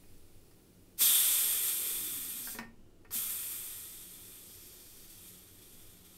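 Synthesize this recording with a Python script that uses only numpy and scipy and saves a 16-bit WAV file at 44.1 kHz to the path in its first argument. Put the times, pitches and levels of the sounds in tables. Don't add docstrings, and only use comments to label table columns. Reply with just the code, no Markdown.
import sys
import numpy as np
from scipy import signal
from scipy.fft import rfft, irfft
from scipy.io import wavfile

SR = 44100
rng = np.random.default_rng(int(sys.argv[2]) if len(sys.argv) > 2 else 0)


def transcribe(signal):
    frames = np.atleast_2d(signal).T
    limited = np.clip(frames, -1, 1)
    pcm = np.round(limited * 32767).astype(np.int16)
    wavfile.write(sys.argv[1], SR, pcm)


N = 272097
TIME, BINS = np.arange(N) / SR, np.fft.rfftfreq(N, 1 / SR)
CUT_HZ = 15750

# lifted, seated again and time to open in seconds, relative level in dB,
# fall in dB per second, top sizzle in dB, ring of the vent pipe in dB.
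WEIGHT_LIFTS = [(0.971, 2.621, 0.045, -25, 12.5, -1.5, 0.8), (3.1, 6.5, 0.04, -34, 23.5, -1, -1.44)]
# frequency in Hz, relative level in dB.
JET_COLOUR = [(60, -49), (200, -28.5), (400, -23.5), (700, -27), (1000, -23), (1600, -23.5), (2800, -16),
              (5000, -12), (7000, -11), (10000, -7.5), (13000, -3.5), (15500, -10.5)]
# centre and width in Hz, boost in dB.
VENT_RESONANCES = [(1349, 400.0, 7.9), (1856, 190.0, 5.8), (2164, 210.0, 2.6), (2430, 180.0, 7.9),
                   (2834, 60.0, 3.0), (3218, 240.0, 6.1), (3548, 440.0, 8.9), (4502, 90.0, 4.6),
                   (5167, 110.0, 3.9), (5621, 120.0, 2.5), (5838, 60.0, 3.3), (6081, 120.0, 3.2),
                   (6618, 60.0, 3.2), (6817, 60.0, 3.2), (7338, 200.0, 5.0), (8601, 1500.0, 9.9),
                   (9265, 100.0, 3.1), (9470, 60.0, 1.9), (10426, 190.0, 3.0), (10808, 270.0, 2.2),
                   (11823, 530.0, 4.7), (12753, 1170.0, 5.3), (14011, 160.0, 3.1), (15283, 260.0, 2.7)]
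# centre and width in Hz, boost in dB per dB of rush.
WHISTLES = [(4540, 52, 0.94), (5200, 140, 0)]
# middle and length in seconds, change in dB.
WEIGHT_WOBBLES = [(1.61, 0.06, -0.9), (1.685, 0.03, 2), (3.52, 0.093, 2), (3.7, 0.32, 1.8),
                  (4.14, 0.13, -0.5), (4.93, 0.25, -1.5), (5.29, 0.16, 4), (5.49, 0.28, -2.5),
                  (6.02, 0.13, -3.5)]
# start and end in seconds, rush and top sizzle in dB.
GAP_PINCHES = [(0.93, 1.063, 5.5, 5), (2.423, 2.7, 6.5, 4), (3.05, 3.14, 6, 8), (4.46, 5.18, 3.5, 2)]
# start in seconds, relative level in dB.
JET_SPITS = [(5.1, -57), (5.62, -58), (6.047, -56)]
# jet strength in dB, dullness in dB per octave,
# then pipe ring, gap rush and top sizzle in dB.
JET_TONES = [(-70, 5, 2, 2, 0.5), (-51, 1.15, 2, -0.5, -2), (-40.5, 1, -1, -2, 2), (-30.5, 0.5, 0.5, -2, 0),
             (-26.5, 0, 6, -1.5, -1)]
# start in seconds, relative level, pot thud and bright tick
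# in dB, favoured lid frequency in Hz, its boost in dB.
WEIGHT_KNOCKS = [(0.035, -66, -18, -22, 2450, 20), (0.511, -67, -15, 13, 1310, 3),
                 (1.008, -37.5, -8.5, 5, 740, -7), (2.4717, -44, -34.5, -22.5, 1516, 27),
                 (2.548, -44.5, 1.5, -20, 484, 17), (2.5872, -33, -6.5, 3, 1040, 1),
                 (2.599, -59, 8, -15, 1770, 14), (2.609, -51, 10, -15, 1000, 0),
                 (2.629, -53, -12, -15, 1900, 19), (3.048, -53, -12, -26, 1400, 8.5),
                 (3.1077, -49.5, -16, 11, 1310, 17), (3.153, -62, 18.5, -20, 430, 0),
                 (4.181, -62, -8, -15, 430, 4)]
# frequency in Hz, relative level in dB, seconds to fall 60 dB.
LID_MODES = [(434, -9, 0.14), (533, -15, .15), (740, -5, 0.17), (804, -9.5, 0.24), (971, 3, 0.082),
             (1157, 2, 0.073), (1287, -10.5, .11), (1389, -8.5, 0.13), (1590, -9.5, 0.18), (1830, 5, 0.11),
             (1950, -8.5, 0.18), (1800, -9, 0.15), (1990, -8, 0.19), (2244, -3, 0.12), (2600, -4.5, 0.083),
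             (2480, -10, .11), (2630, -8.5, 0.066), (3015, -15.5, .16), (4540, -18, 0.13)]
# frequency in Hz, relative level in dB.
CLACK_COLOUR = [(100, -1.5), (400, 9), (1100, 3.5), (2500, 8), (3300, -13.5), (5000, -13), (7000, -14),
                (15000, -21)]
THUD_COLOUR = [(60, -18), (150, 5), (260, 1.5), (420, -9), (800, -2), (2000, -40.5)]
TICK_COLOUR = [(500, -10), (3300, -14.5), (4900, 7), (6000, -5), (7200, -6.5), (15000, -15)]
# middle and length in seconds, rise in dB.
AIRY_SWELL = [(1.88, 0.33, 13)]
# frequency in Hz, relative level in dB.
SEEP_SPECTRUM = [(500, -1), (1000, -7), (1700, -7), (2450, -1), (3000, -5), (4500, -0.5), (6500, -3),
                 (7600, -2.5), (10500, 1), (13500, -1), (15500, -0.5)]
KITCHEN_SPECTRUM = [(10, -16), (22, 2.5), (35, -2.5), (65, -7), (150, -8), (230, -8), (330, -4), (450, -10),
                    (600, -17), (1000, -24), (1700, -29), (3500, -30.5), (8000, -32.5), (15500, -35)]
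RUMBLE_SPECTRUM = [(5, -16), (15, 3.5), (22, -5), (30, -24.5), (42, -27), (80, -17), (200, -52),
                   (1000, -80.5)]
# centre and width in Hz, boost in dB.
DRONE_RESONANCES = [(43.5, 19, 2.4), (96.4, 18.3, 12.6), (124, 10, 2.7), (181.6, 6.8, 14.3),
                    (247.7, 14, 2.4), (362, 3.4, 6.6), (414, 7.8, 1.9), (764, 19, 2.6), (1400, 90, 4),
                    (2870, 250, 6)]
# middle and length in seconds, rise in dB.
MIC_HANDLING = [(0.22, 0.4, 12), (2.7, 0.3, 10)]
# frequency in Hz, seconds to fall 60 dB.
ROOM_DECAY = [(150, 0.64), (1000, 0.3), (3000, 0.25), (8000, 0.23), (15000, 0.22)]


def jet(flutter_db=0.5, flutter_hz=22, level_db=0.38, weak_share=0.71):
    hz, t, white = signal.stft(rng.standard_normal(N), SR, nperseg=1024, noverlap=768)
    strength = steam_flow()
    dull, pipe, gap, sizzle = jet_tone(t, strength)
    octaves_down = np.log2(10000 / np.clip(hz, 800, 10000))
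    clarity = np.interp(np.interp(t, TIME, strength), amp([-59, -50]), [weak_share, 1])[:, None]
    db = spectrum(JET_COLOUR, hz) + clarity * peaks(VENT_RESONANCES, hz) + dull * octaves_down
    db += pipe * bell(3450, 1100, hz) + sizzle * bell(15000, 4400, hz)
    db += gap * bell(5300, 3200, hz) + np.maximum(gap, 0) * peaks(WHISTLES, hz)
    treble = (hz > 7500) & (hz < 15500)
    colour = amp(db) / np.sqrt(np.mean(amp(db) ** 2 * treble, axis=1, keepdims=True))
    hiss = signal.istft(white * colour.T, SR, nperseg=1024, noverlap=768)[1][:N]
    return hiss * strength * amp(level_db + flutter_db * wander(flutter_hz))


def steam_flow(boil_db=-50, boil_fall_db_per_s=3.5, spit_t60=0.23):
    power = np.zeros(N)
    for lifted, seated, rise_s, db, fall, *_ in WEIGHT_LIFTS:
        age = np.maximum(TIME - lifted, 0)
        stored = amp(db - fall * age)
        boiling = amp(boil_db - boil_fall_db_per_s * age)
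        power += vent_opening(lifted, seated, rise_s) ** 2 * (stored ** 2 + boiling ** 2)
    for start, db in JET_SPITS:
        add(power, start, amp(db - 60 * TIME / spit_t60) ** 2)
    return np.sqrt(power) * amp(swells(WEIGHT_WOBBLES))


def vent_opening(lifted, seated, rise_s, sink_s=0.087):
    return np.clip(np.minimum((TIME - lifted) / rise_s, (seated - TIME) / sink_s), 0, 1) ** 2


def jet_tone(t, strength, pinch_edge_s=0.019, pipe_per_rush=-0.68):
    level = 20 * np.log10(np.interp(t, TIME, strength) + 1e-9)
    levels, *columns = np.transpose(JET_TONES)
    dull, pipe, gap, sizzle = (np.interp(level, levels, column) for column in columns)
    for lifted, seated, *_, sizzle_db, pipe_db in WEIGHT_LIFTS:
        held = (t > lifted) & (t < seated)
        sizzle += sizzle_db * held
        pipe += pipe_db * held
    for start, end, rush_db, sizzle_db in GAP_PINCHES:
        pinch = (np.tanh((t - start) / pinch_edge_s) - np.tanh((t - end) / pinch_edge_s)) / 2
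        gap += rush_db * pinch
        sizzle += sizzle_db * pinch
        pipe += pipe_per_rush * rush_db * pinch
    return np.array([dull, pipe, gap, sizzle])[:, :, None]


def weight_knocks(focus_width_hz=260, clack_t60=0.095, tick_t60=0.032,
                  pot_hz=231.5, pot_t60=0.16, thud_t60=0.043, thud_rise_s=0.00089):
    t, out = np.arange(SR // 2) / SR, np.zeros(N)
    clack, thud, tick = (noise(spectrum(c, BINS)) for c in (CLACK_COLOUR, THUD_COLOUR, TICK_COLOUR))
    for start, db, thud_db, tick_db, favoured_hz, boost_db in WEIGHT_KNOCKS:
        phases = rng.uniform(0, 2 * np.pi, len(LID_MODES))
        span = round(start * SR) + np.arange(len(t))
        ring = np.zeros(len(t))
        for (hz, mode_db, t60), phase in zip(LID_MODES, phases):
            struck_db = mode_db + boost_db * bell(favoured_hz, focus_width_hz, hz)
            ring += amp(struck_db - 60 * t / t60) * np.sin(2 * np.pi * hz * t + phase)
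        pot = amp(-5 - 60 * t / pot_t60) * np.sin(2 * np.pi * pot_hz * (t + start))
        counter = thud[span] * amp(-10 - 60 * t / thud_t60)
        body = (pot + counter) * (1 - np.exp(-t / thud_rise_s))
        contact = clack[span] * amp(-8 - 60 * t / clack_t60)
        contact += tick[span] * amp(tick_db - 10 - 60 * t / tick_t60)
        add(out, start, amp(db) * (amp(-13) * ring + amp(thud_db) * body + contact))
    return out


def hollow_note(start_hz=758, end_hz=183.9, sink_s=0.66, grow_db_per_s=5,
                spread_hz=20, airy_ratio=1.25, airy_spread_hz=60):
    lifted, seated, rise_s, *_ = WEIGHT_LIFTS[0]
    age = np.clip(TIME - lifted, 0, seated - lifted)
    hz = end_hz + (start_hz - end_hz) * np.exp(-age / sink_s)
    phase = 2 * np.pi * np.cumsum(hz) / SR
    note = wander(spread_hz) * np.cos(phase) + wander(spread_hz) * np.sin(phase)
    airy = wander(airy_spread_hz) * np.cos(airy_ratio * phase) * amp(-5 + swells(AIRY_SWELL))
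    return (note + airy) * amp(-68.5 + grow_db_per_s * age) * vent_opening(lifted, seated, rise_s)


def seep(level_db=-66.5, fall_db_per_s=4.5, vent_share=0.26):
    colour = spectrum(SEEP_SPECTRUM, BINS) + vent_share * peaks(VENT_RESONANCES, BINS)
    lifted, _, rise_s, *_ = WEIGHT_LIFTS[0]
    level = amp(level_db - fall_db_per_s * TIME) * (TIME < lifted + rise_s)
    return noise(np.where(BINS < CUT_HZ, colour, -np.inf)) * level


def reflections(x, delay_s=0.004, early_db=5, early_s=0.011):
    hz, t, white = signal.stft(rng.standard_normal(SR // 2), SR, nperseg=256)
    db = early_db * np.exp(-t / early_s) - 60 * t / spectrum(ROOM_DECAY, hz)[:, None]
    tail = signal.istft(white * amp(db) * (t > delay_s), SR, nperseg=256)[1]
    return signal.fftconvolve(x, tail / np.linalg.norm(tail))[:N]


def kitchen_drone(level_db=-61.5):
    return amp(level_db) * noise(spectrum(KITCHEN_SPECTRUM, BINS) + peaks(DRONE_RESONANCES, BINS))


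def handling_rumble(level_db=-63.5, sway_db=3.0, sway_hz=1.8):
    rumble = noise(spectrum(RUMBLE_SPECTRUM, BINS))
    return rumble * amp(level_db + swells(MIC_HANDLING) + sway_db * wander(sway_hz))


def amp(db):
    return 10 ** (np.asarray(db) / 20)


def spectrum(points, hz):
    f, value = np.transpose(points)
    return np.interp(np.log(hz + 1), np.log(f + 1), value)


def peaks(rows, hz):
    return sum(db / (1 + (2 * (hz - centre) / width) ** 2) for centre, width, db in rows)


def bell(centre, width, x):
    return 2 ** -((2 * (x - centre) / width) ** 2)


def swells(rows):
    return sum(db * bell(middle, length, TIME) for middle, length, db in rows)


def noise(db):
    x = irfft(rfft(rng.standard_normal(N)) * amp(db), N)
    return x / np.sqrt(np.mean(x ** 2) + 1e-20)


def wander(rate_hz):
    return noise(-10 * np.log10(1 + (BINS / rate_hz) ** 4))


def add(mix, start_s, sound):
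    part = mix[round(start_s * SR):][:len(sound)]
    part += sound[:len(part)]


def scene(steam_db=-0.5, steam_wet_db=-8, knock_wet_db=-6):
    steam, metal = amp(steam_db) * jet(), weight_knocks()
    mix = steam + amp(steam_wet_db) * reflections(steam)
    mix += metal + amp(knock_wet_db) * reflections(metal)
    mix += hollow_note() + seep() + kitchen_drone() + handling_rumble()
    return np.array([mix, mix])


def record(dry):
    lowpass = signal.firwin(1023, CUT_HZ, window=("kaiser", 9), fs=SR)
    return signal.oaconvolve(dry, lowpass[None], "same")


dry = scene()
out = record(dry)
transcribe(out)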